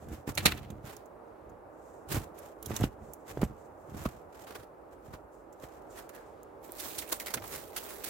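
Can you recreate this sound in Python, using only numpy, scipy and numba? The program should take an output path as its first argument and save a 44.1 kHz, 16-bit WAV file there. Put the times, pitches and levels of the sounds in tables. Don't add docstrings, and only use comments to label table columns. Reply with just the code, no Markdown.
import sys
import numpy as np
from scipy import signal
from scipy.fft import rfft, irfft
from scipy.io import wavfile
from scipy.ndimage import uniform_filter1d
from numba import njit

SR = 44100
rng = np.random.default_rng(int(sys.argv[2]) if len(sys.argv) > 2 else 0)


def waveform_to_disk(signal):
    frames = np.transpose(np.atleast_2d(signal))
    scaled = np.clip(frames, -1, 1) * 32767
    samples = np.round(scaled).astype(np.int16)
    wavfile.write(sys.argv[1], SR, samples)


N = 357033
TIME = np.arange(N) / SR
TOP_HZ = 16200
STROKE_FALL = 0.83
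SOFT_RISE = .5

# pitch_hz, gain_db
ROAD_SHADE = [(60, -6.5), (330, -7.5), (600, -3), (1000, -.5), (1700, 1), (5000, -4)]
# peak_s, scrape_db, weight_on_lid_db, length_s
HAND_STROKES = [(0.034, -63.5, -55, 0.035), (0.08, -74, -46.5, 0.04), (0.137, -54.5, -45.5, 0.047),
                (0.297, -48, -35.5, 0.019), (0.48, -51, -36, 0.096), (0.718, -76, -49, 0.16),
                (0.871, -54, -55, 0.027), (0.924, -56.5, -66, 0.025), (1.517, -86, -55, 0.068),
                (2.16, -50, -34.5, 0.049), (2.407, -59.5, -68, 0.052), (2.474, -56.5, -71, 0.05),
                (2.736, -49, -41.5, 0.084), (2.831, -48, -32, 0.035), (3.059, -74, -48.5, 0.053),
                (3.313, -52.5, -55, 0.037), (3.374, -56.5, -56, .022), (3.442, -64.5, -42, 0.09),
                (3.62, -71, -72.5, 0.051), (4.005, -51.5, -44.5, 0.094), (4.408, -59, -65.5, 0.067),
                (4.57, -67, -54, 0.05), (4.935, -65.5, -67.5, 0.018), (5.065, -63.5, -54, 0.03),
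                (5.137, -68.5, -51.5, 0.058), (5.69, -60, -79, 0.09), (6.003, -61, -82, 0.08),
                (6.167, -66, -86, 0.09)]
# pitch_hz, ring_s (time to fade by 60 dB), level_db
LID_TONES = [(60.4, .25, -33), (97, 0.1, -9.5), (137, 0.061, -4.5), (165, 0.005, -8), (217, 0.093, -11.5),
             (303, 0.041, -6.5), (416, 0.013, -12.5), (707, 0.05, -16), (1300, .008, -16.5)]
# start_s, thud_db, pitch_hz, crunch_db
SNOW_SLIPS = [(0.084, -35, 227, -53), (0.2764, -21.5, 308, -54), (0.29, -22, 284, -47),
              (0.38, -21.5, 730, -33), (0.46, -19.5, 282, -39), (0.702, -31.5, 171.3, -50.5),
              (0.842, -34, 119.7, -66), (2.122, -37, 130, -34), (2.143, -27, 135, -33.5),
              (2.167, -19.5, 292, -36), (2.174, -20, 104, -58), (2.707, -21, 353, -47),
              (2.806, -27, 377, -37.5), (2.819, -18, 110, -55), (2.839, -12, 253, -39.5),
              (3.373, -19.5, 417, -56), (3.413, -35, 400, -48), (3.419, -20, 450, -59),
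              (3.431, -10, 246, -58), (3.436, -18, 226, -38.5), (3.448, -25, 141, -62),
              (3.945, -28, 230.5, -64), (4.057, -17, 477, -54), (4.06, -16, 222, -59),
              (5.137, -35, 130, -61), (5.636, -31.5, 382, -50.5)]


def undb(db):
    return 10 ** (np.asarray(db) / 20)


def unit(x):
    return x / np.sqrt(np.mean(x ** 2))


def gain_curve(rows):
    return undb(np.interp(TIME, *np.transpose(rows)))


def keep_band(x, side, hz, order):
    return signal.sosfilt(signal.butter(order, hz, side, fs=SR, output="sos"), x)


def convolve(x, response):
    return signal.oaconvolve(np.atleast_2d(x), np.atleast_2d(response), axes=1)[:, :N]


def colour(x, points, keep_power=True, size=2048):
    hz, db = np.transpose(points)
    gain = undb(np.interp(np.log(np.fft.rfftfreq(size, 1 / SR) + 1), np.log(hz), db))
    cepstrum = irfft(np.log(unit(gain) if keep_power else gain))
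    cepstrum[1:size // 2] *= 2
    cepstrum[size // 2 + 1:] = 0
    return convolve(x, irfft(np.exp(rfft(cepstrum))))


def shade_left(sound, points):
    return np.vstack([colour(sound[0], points, keep_power=False), sound[1]])


def ring(tones):
    t = TIME[:SR // 2]
    return sum(undb(db - 60 * t / ring_s) * np.sin(2 * np.pi * hz * t) for hz, ring_s, db in tones)


def wobble(per_s):
    hold = max(int(SR / per_s), 2)
    steps = np.repeat(rng.standard_normal(N // hold + 1), hold)
    return unit(uniform_filter1d(steps, hold)[:N])


def stereo(sounds, likeness):
    return np.sqrt(likeness) * sounds[0] + np.sqrt(1 - likeness) * sounds[1:]


def grains(per_s, spread_db, likeness):
    chance = rng.random((3, N)) * SR / per_s
    breaks = chance < 1
    draw = 2 * chance[breaks] - 1
    size_db = spread_db * np.minimum(-np.log(np.abs(draw)), np.pi)
    clicks = np.zeros((3, N))
    clicks[breaks] = np.sign(draw) * undb(size_db)
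    return stereo(unit(clicks), likeness)


def add(track, start, sound):
    part = track[..., start:start + sound.shape[-1]]
    part += sound[..., :part.shape[-1]]


def swell(peak_s, rise_s, fall_s):
    start = max(int((peak_s - 3 * rise_s) * SR), 0)
    t = TIME[start:start + SR] - peak_s
    return start, np.exp(np.where(t < 0, -(t / rise_s) ** 2, -t / fall_s))


def swells(rows):
    power = np.zeros(N)
    for s, db, rise, fall in rows:
        start, envelope = swell(s, rise, fall)
        add(power, start, (undb(db) * envelope) ** 2)
    return np.sqrt(power)


@njit
def sweep(x, hz, width):
    y, band, low = np.empty(len(x)), 0., 0.
    for i in range(len(x)):
        tuning = np.tan(np.pi * hz[i] / SR)
        swing = (band + tuning * (x[i] + 1e-18 - low)) / (1 + tuning * (tuning + width))
        band = 2 * swing - band
        low += 2 * tuning * swing
        y[i] = width * swing
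    return y


def ringing_bursts(rows, source, width, sag):
    out = np.zeros((2, N))
    for s, db, hz, rise, fall in rows:
        start, envelope = swell(s, rise, fall)
        span = slice(start, start + len(envelope))
        pitch = np.minimum(hz * np.exp(-sag * np.tanh((TIME[span] - s) / fall)), TOP_HZ)
        rung = np.array([sweep(envelope * channel[span], pitch, width) for channel in source])
        add(out, start, rung * undb(db) * np.sqrt(SR / (np.pi * width * hz)))
    return out


def traffic(level_db=5.0, waver_db=.6):
    # time_s, level_db
    road_levels = [(0, -54.5), (1.2, -55.3), (1.7, -53.5), (4.8, -55), (5.55, -55.3), (5.85, -53.2),
                   (6.4, -54.5), (7.3, -52.8), (8.1, -53)]
    # pitch_hz, level_db
    road_colour = [(18, -43.5), (30, -3.5), (59, -7), (130, -14), (233, -13.5), (311, -5), (415, -6.5),
                   (600, -6), (702, -11), (760, -9.5), (1100, -18), (1250, -19.5), (1900, -33),
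                   (2830, -43.5), (3140, -55), (6210, -54.5), (7500, -51.5), (10000, -49.5), (16000, -52.5)]
    middle, side = rng.standard_normal((2, N))
    side = keep_band(side, "high", 750, order=1)
    road = unit(colour(np.array([middle + side, middle - side]), road_colour))
    return shade_left(road, ROAD_SHADE) * gain_curve(road_levels) * undb(level_db + waver_db * wobble(2.9))


def vehicle_drone(pitch_hz=420, width=0.097, drift=.08, waver_db=2):
    # time_s, level_db
    approach = [(0, -65.5), (5.3, -65), (5.9, -59.5), (7.4, -61.5), (8.1, -51)]
    pitch = pitch_hz * np.exp(drift * wobble(2.2))
    noise = stereo(rng.standard_normal((3, N)), likeness=.6)
    hum = unit(np.array([sweep(channel, pitch, width) for channel in noise]))
    return shade_left(hum, ROAD_SHADE) * gain_curve(approach) * undb(waver_db * wobble(4.6))


def cloth_swishes(uneven_db=2.0):
    # peak_s, level_db, rise_s, fall_s
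    arm_moves = [(0.03, -68, 0.031, 0.082), (1.89, -68.5, 0.13, 0.16), (3.07, -68, .07, 0.18),
                 (3.62, -69, 0.051, .06), (3.82, -70.5, 0.037, 0.088), (5.35, -67.5, 0.029, .05),
                 (5.925, -60.5, .03, .06), (6.28, -74.5, .1, .16)]
    # pitch_hz, level_db
    swish_colour = [(1500, -25.5), (3000, -12), (4500, -12), (5900, -5), (7100, 0.5), (8700, -3.5),
                    (9600, -10), (15000, -9.5), (16000, -14.5)]
    sliding = swells(arm_moves) * undb(uneven_db * wobble(60))
    return colour(sliding * grains(9000, 2.5, .3), swish_colour)


def hand_scrape(level_db=4.0, uneven_db=2.5, catch_db=3.0):
    # pitch_hz, level_db
    drag_colour = [(100, -7.5), (400, 7), (1200, 7), (2500, 0.5), (4500, -6), (7300, 0), (10000, -7),
                   (13000, -1), (16000, -7.5)]
    drag = swells([(s, db, length, STROKE_FALL * length) for s, db, _, length in HAND_STROKES])
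    drag *= undb(level_db + uneven_db * wobble(120) + catch_db * wobble(35))
    return colour(drag * grains(2000, 3.7, 0.093), drag_colour)


def lid_rumble(level_db=4.5, settle_db=-15, settle_s=0.059):
    shiver = unit(convolve(grains(500, 7.7, 0.89), ring(LID_TONES)))
    pressing = [(s, db, length, STROKE_FALL * length) for s, _, db, length in HAND_STROKES]
    settling = [(s, db + settle_db, length, settle_s) for s, _, db, length in HAND_STROKES]
    return shiver * swells(pressing + settling) * undb(level_db)


def snow_slips(lid_db=-4, crunch_db=-3, sag_after_s=.005, sag_db=-11, sag_hz=119):
    # pitch_hz, level_db
    snow_colour = [(80, -18), (300, -2), (700, -11.5), (1300, -9), (2500, -4), (4500, -15), (7300, -4.5),
                   (10000, -11), (13000, -3), (16000, -25.5)]
    push = np.zeros(N)
    for s, db, hz, _ in SNOW_SLIPS:
        for start_s, push_db, push_hz in (s, db, hz), (s + sag_after_s, db + sag_db, sag_hz):
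            cycles = push_hz * TIME[:SR // 20]
            wave = np.sin(2 * np.pi * cycles) + 0.52 * np.cos(2 * np.pi * cycles)
            add(push, int(start_s * SR), undb(push_db) * wave * np.exp(-1.4 * cycles))
    push = keep_band(push, "low", 1600, order=2)
    lid_ring = ring(LID_TONES)
    lid = convolve(push, lid_ring / np.abs(rfft(lid_ring)).max())
    puffs = swells([(s + 0.0025, db, .001, 0.0096) for s, _, _, db in SNOW_SLIPS])
    crunch = colour(puffs * grains(5000, 1.7, 0.95), snow_colour)
    return push + undb(lid_db) * lid + undb(crunch_db) * crunch


def snow_crunches(fizz_db=1, body_db=-3, uneven_db=2, clump_s=0.0053):
    # peak_s, fizz_db, body_db, rise_s, fall_s, creak_hz, creak_db
    squeezes = [(0.275, -52, -43, 0.0017, 0.031, 2300, -66), (0.9, -54.5, -46.5, 0.042, 0.059, 2320, -62),
                (2.091, -47, -50, .005, 0.028, 2600, -66), (2.124, -34.5, -35, 0.02, 0.036, 2530, -48),
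                (2.16, -42, -33, 0.012, 0.021, 1360, -60), (2.718, -56, -35, .005, 0.0061, 1920, -50),
                (2.838, -42, -35.5, 0.0064, 0.01, 2920, -37),
                (3.416, -42, -39, 0.0011, 0.0088, 1590, -38.5),
                (4.058, -43.5, -36, 0.0055, 0.0089, 1250, -35.5),
                (4.354, -58.5, -55, 0.0043, .012, 1690, -62), (4.473, -53, -44, 0.0056, 0.054, 1470, -65),
                (4.509, -46.5, -38.5, 0.0032, 0.007, 1380, -50),
                (4.556, -43.5, -36, 0.0072, 0.0094, 1400, -50), (4.591, -57, -51.5, .004, 0.033, 1500, -71),
                (4.633, -58, -54, .005, .008, 2000, -64), (5.141, -54, -43.5, 0.009, 0.014, 1143, -48.5),
                (5.637, -53, -41.5, 0.00097, 0.008, 1497, -60), (5.99, -47.5, -49, 0.021, 0.021, 1720, -49),
                (6.093, -52, -50, 0.0017, 0.0095, 1580, -49.5),
                (6.159, -64, -64, 0.025, 0.072, 1650, -55.5), (6.807, -36.5, -46, .02, 0.017, 2000, -57),
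                (6.845, -44, -64, 0.018, 0.095, 2400, -64), (6.989, -28.5, -53, .007, 0.011, 4030, -42),
                (7.025, -43, -44, .005, 0.013, 2200, -45.5), (7.127, -28.5, -35, 0.007, 0.014, 1130, -36.5),
                (7.201, -34.5, -47, 0.0023, 0.018, 2170, -41),
                (7.264, -37.5, -41.5, 0.0045, 0.03, 3000, -66), (7.275, -44, -42, 0.0077, 0.024, 2130, -41),
                (7.308, -43, -43, .004, 0.009, 1900, -58), (7.341, -27, -33, 0.0027, 0.011, 1580, -38.5),
                (7.378, -51, -35.5, 0.0071, 0.0075, 2080, -43),
                (7.422, -52, -38.5, .002, 0.0065, 1700, -42.5),
                (7.442, -43.5, -57, .003, 0.0087, 950, -38.5), (7.458, -47, -53, .002, .006, 2000, -56),
                (7.537, -37, -39, 0.021, 0.046, 1950, -50), (7.765, -30.5, -41, 0.0024, 0.013, 1660, -36.5),
                (7.779, -37, -43, 0.0035, 0.011, 3000, -40), (7.91, -45.5, -46, 0.023, 0.028, 1450, -60),
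                (8.043, -34.5, -43.5, 0.0048, 0.017, 2270, -51),
                (8.077, -39, -43.5, 0.027, 0.062, 2300, -50)]
    # pitch_hz, level_db
    fizz_colour = [(500, -15.5), (1500, -10.5), (3000, -6), (4300, -3), (5500, -4), (7500, -2.5),
                   (10000, -1.5), (13000, -1.5)]
    # pitch_hz, level_db
    body_colour = [(100, -21.5), (350, 1.5), (700, -4.5), (1400, -5.5), (2300, -12), (3300, -15),
                   (6000, -22), (16000, -64)]
    fizzing = [(s, db + fizz_db, rise, fall) for s, db, _, rise, fall, _, _ in squeezes]
    squeezed = [(s, db + body_db, rise, fall) for s, _, db, rise, fall, _, _ in squeezes]
    creaking = [(s, db, hz, rise, fall) for s, _, _, rise, fall, hz, db in squeezes]
    slipped = [(s + 0.0027, -32 + 0.69 * db, SOFT_RISE * clump_s, clump_s) for s, db, _, _ in SNOW_SLIPS]
    fizz = colour(swells(fizzing) * grains(12000, 2.7, 0.061), fizz_colour)
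    body = colour(swells(squeezed + slipped) * grains(4000, 3.4, .3), body_colour)
    swarm = (fizz + body) * undb(uneven_db * wobble(250))
    return swarm + ringing_bursts(creaking, grains(900, 1.5, 0.088), width=0.21, sag=0.078)


def bracelet_beads(low_db=-6.0, top_db=-3.5, ping_db=-10, echo_db=-26, echo_s=0.04, right_lead_db=11.5):
    # peak_s, level_db, treble_share_db, lowest_hz, ping_hz, length_s
    touches = [(0.353, -38, 0, 3480, 6300, 0.0039), (0.577, -48, -5, 4000, 6200, 0.0036),
               (0.704, -46, -12, 2500, 6950, 0.0019), (0.967, -41.5, -9, 4640, 5900, .003),
               (1.059, -54, -9, 6140, 6900, .004), (1.497, -63.5, -19.5, 5520, 6500, 0.0081),
               (2.39, -44.5, -2, 4980, 12500, 0.0035), (2.628, -38.5, -2.5, 3000, 14550, .0036),
               (2.661, -32.5, -4, 2910, 13000, 0.0045), (2.765, -25, -24, 1790, 6400, 0.0034),
               (3.136, -37, -6, 6460, 12600, 0.0032), (4.039, -42, -4, 7990, 13000, 0.0019),
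               (5.529, -56, -21, 4970, 7400, 0.0084), (5.6, -56.5, -11.5, 3480, 7000, 0.0032),
               (6.093, -44.5, -1, 4500, 7000, .003), (6.15, -47.5, -1.5, 4000, 12700, 0.0036),
               (6.432, -49.5, -2.5, 5520, 7200, 0.0029), (6.7205, -31.5, -2, 6000, 13500, 0.00099),
               (7.093, -37, -2, 6000, 12500, .003)]
    # pitch_hz, level_db
    low_colour = [(800, -40.5), (2500, -22), (3000, -1.5), (3550, -1.5), (4100, -3.5), (4900, -11),
                  (6100, -1.5), (7300, -1), (8500, -11.5), (11000, -4.5), (16000, -6.5)]
    # pitch_hz, level_db
    top_colour = [(2000, -45.5), (7000, -18.5), (10500, -1), (13000, -1.5), (16000, -2.5)]
    rise_share = 0.43
    low, top = np.zeros((2, 2, N))
    grazing, sparkle = grains(15000, 3, 0.57), grains(15000, 1.8, 0.42)
    sides = undb(np.array([[-right_lead_db], [right_lead_db]]) / 2)
    for s, db, treble_db, lowest_hz, _, length in touches:
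        start, tick = swell(s, rise_share * length, length)
        _, echo = swell(s, rise_share * length, echo_s)
        envelope = undb(db) * (tick + undb(echo_db) * echo)
        graze = envelope * grazing[:, start:start + len(envelope)]
        low_share = np.sqrt(max(1 - undb(treble_db) ** 2, .05))
        add(low, start, sides * keep_band(graze, "high", lowest_hz, order=4) * low_share)
        add(top, start, sides * envelope * undb(treble_db))
    ticks = undb(low_db) * colour(low, low_colour) + undb(top_db) * colour(top * sparkle, top_colour)
    pinging = [(s, db + ping_db, hz, rise_share * length, length) for s, db, _, _, hz, length in touches]
    pings = ringing_bursts(pinging, sparkle, width=0.091, sag=0)
    ringing = convolve(low, ring([(2880, .4, -58)]))
    return ticks + sides * pings + ringing


def lid_clacks(crack_s=.0013, chatter_s=0.012, chatter_db=-11, crumble_s=0.052, crumble_db=-25, bin_db=-55):
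    # peak_s, level_db
    knocks = [(0.375, -29.5), (0.378, -21.5), (0.3829, -22.5), (0.4543, -21.5), (0.4573, -7.5),
              (0.4621, -13), (0.467, -18), (0.52, -39), (0.631, -51.5)]
    # pitch_hz, level_db
    clack_colour = [(100, -4), (400, -5), (1000, -11), (1900, -5), (2500, -2.5), (3300, -7), (4100, 0),
                    (4700, -11), (7000, -11), (8800, -16), (10200, -9), (12000, -13.5), (16000, -24)]
    # pitch_hz, level_db
    crumb_colour = [(100, -13.5), (1000, -4.5), (1700, -0.5), (2600, 0), (3400, -3), (4100, -5.5),
                    (4800, -10), (7000, -19.5), (10200, -17), (16000, -15)]
    # pitch_hz, ring_s, level_db
    rim_tones = [(310, .15, 3), (620, .1, -3), (760, .25, -5), (1230, .25, -13), (1430, .15, -10),
                 (1880, .2, -4), (1990, .15, -3), (2320, .25, 0), (2365, .25, 0), (2520, .2, -1),
                 (2685, .22, -2), (3055, .18, -2), (3245, .2, -4), (3610, .18, -6), (3815, .18, -5),
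                 (4080, .13, -7), (4195, .14, -2), (4450, .2, -5)]
    crack, chatter, crumble = (swells([(s, db, .0002, fall) for s, db in knocks])
                               for fall in (crack_s, chatter_s, crumble_s))
    contact = (crack + undb(chatter_db) * chatter) * grains(20000, 3.2, 0.22)
    crumbs = undb(crumble_db + 5 * wobble(70)) * crumble * grains(3000, 7.2, 0.3)
    ringing = undb(bin_db) * convolve(contact, ring(rim_tones))
    return colour(contact, clack_colour) + colour(crumbs, crumb_colour) + ringing


def sleeve_rustle(level_db=8.5, uneven_db=2, fold_db=6.5, fold_width=0.22, fold_drift=0.17):
    # time_s, level_db
    rub_levels = [(6.55, -100), (6.625, -78.5), (6.648, -62), (6.7, -71), (6.755, -61.5), (6.835, -53),
                  (6.96, -54.5), (7.025, -56), (7.055, -65), (7.1, -54.5), (7.18, -61), (7.4, -66),
                  (7.47, -57.5), (7.62, -62), (7.73, -66.5), (7.81, -56), (7.92, -57.5), (7.99, -60)]
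    # pitch_hz, level_db
    cloth_colour = [(60, 11), (170, 8), (350, 19), (600, 8.5), (1000, 7.2), (1500, 8), (2300, 4.1),
                    (3300, 2.2), (5400, 2.9), (7500, 6.7), (10000, 1.9), (12500, 8.9)]
    # pitch_hz, level_db
    folds = [(1000, 0), (2100, 2), (3600, -2), (7300, -1), (12300, 2.5)]
    walking = undb(3) * gain_curve(rub_levels)
    resting = undb(-94 + 3.4 * wobble(1.7))
    rub = np.hypot(walking, resting)
    cloth = colour(rub * grains(2200, 2.9, 0.058), cloth_colour)
    coarse = keep_band(cloth, "low", 4500, order=1)
    rustle = coarse * undb(level_db + uneven_db * wobble(120))
    rustle += (cloth - coarse) * undb(level_db + uneven_db * wobble(110))
    catches = rub * grains(500, 4.5, 0.088)
    for hz, db in folds:
        pitch = np.minimum(hz * np.exp(fold_drift * wobble(55)), TOP_HZ)
        rung = np.array([sweep(channel, pitch, fold_width) for channel in catches])
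        rustle += rung * undb(fold_db + db + 3.5 * wobble(55))
    return rustle


def walking_bumps():
    # peak_s, level_db, pitch_hz, length_s
    bumps = [(6.695, -45, 357, 0.008), (6.98, -51, 110, 0.011), (7.354, -48, 140, 0.017),
             (7.37, -46, 252, 0.014), (7.42, -49.5, 79, 0.092), (7.542, -51, 148, 0.053)]
    bursts = [(s, db, hz, SOFT_RISE * length, length) for s, db, hz, length in bumps]
    return ringing_bursts(bursts, grains(3000, 0.82, 0.75), width=0.54, sag=0.12)


def snowball_crackles(level_db=-59.5, from_s=6.8, snaps_per_s=35, fade_s=0.003):
    # pitch_hz, level_db
    snap_colour = [(300, -5), (1100, 4), (2100, -3), (3500, -12), (7000, -16), (16000, -7)]
    carried = TIME > from_s
    snaps = np.abs(grains(snaps_per_s, spread_db=4, likeness=1)[0]) * carried
    bursts = convolve(snaps, unit(np.exp(-TIME[:SR // 20] / fade_s)))
    bursts /= np.sqrt(np.mean(bursts[:, carried] ** 2))
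    return undb(level_db) * colour(bursts * grains(6000, 2.7, 0.2), snap_colour)


def scene():
    # pitch_hz, gain_db
    left_shade = [(60, -2), (130, -2.2), (280, -4), (1000, -1), (2400, -2.8), (4400, -2.8), (8000, -5.5),
                  (15000, -8.5)]
    near = cloth_swishes() + hand_scrape() + lid_rumble() + snow_slips() + snow_crunches()
    near += lid_clacks() + sleeve_rustle() + walking_bumps() + snowball_crackles()
    return traffic() + vehicle_drone() + shade_left(near, left_shade) + bracelet_beads()


def record(dry):
    clipped = np.clip(keep_band(dry, "high", 48, order=4), -.8, .8)
    return signal.sosfilt(signal.ellip(10, .2, 70, TOP_HZ, fs=SR, output="sos"), clipped)


dry = scene()
out = record(dry)
waveform_to_disk(out)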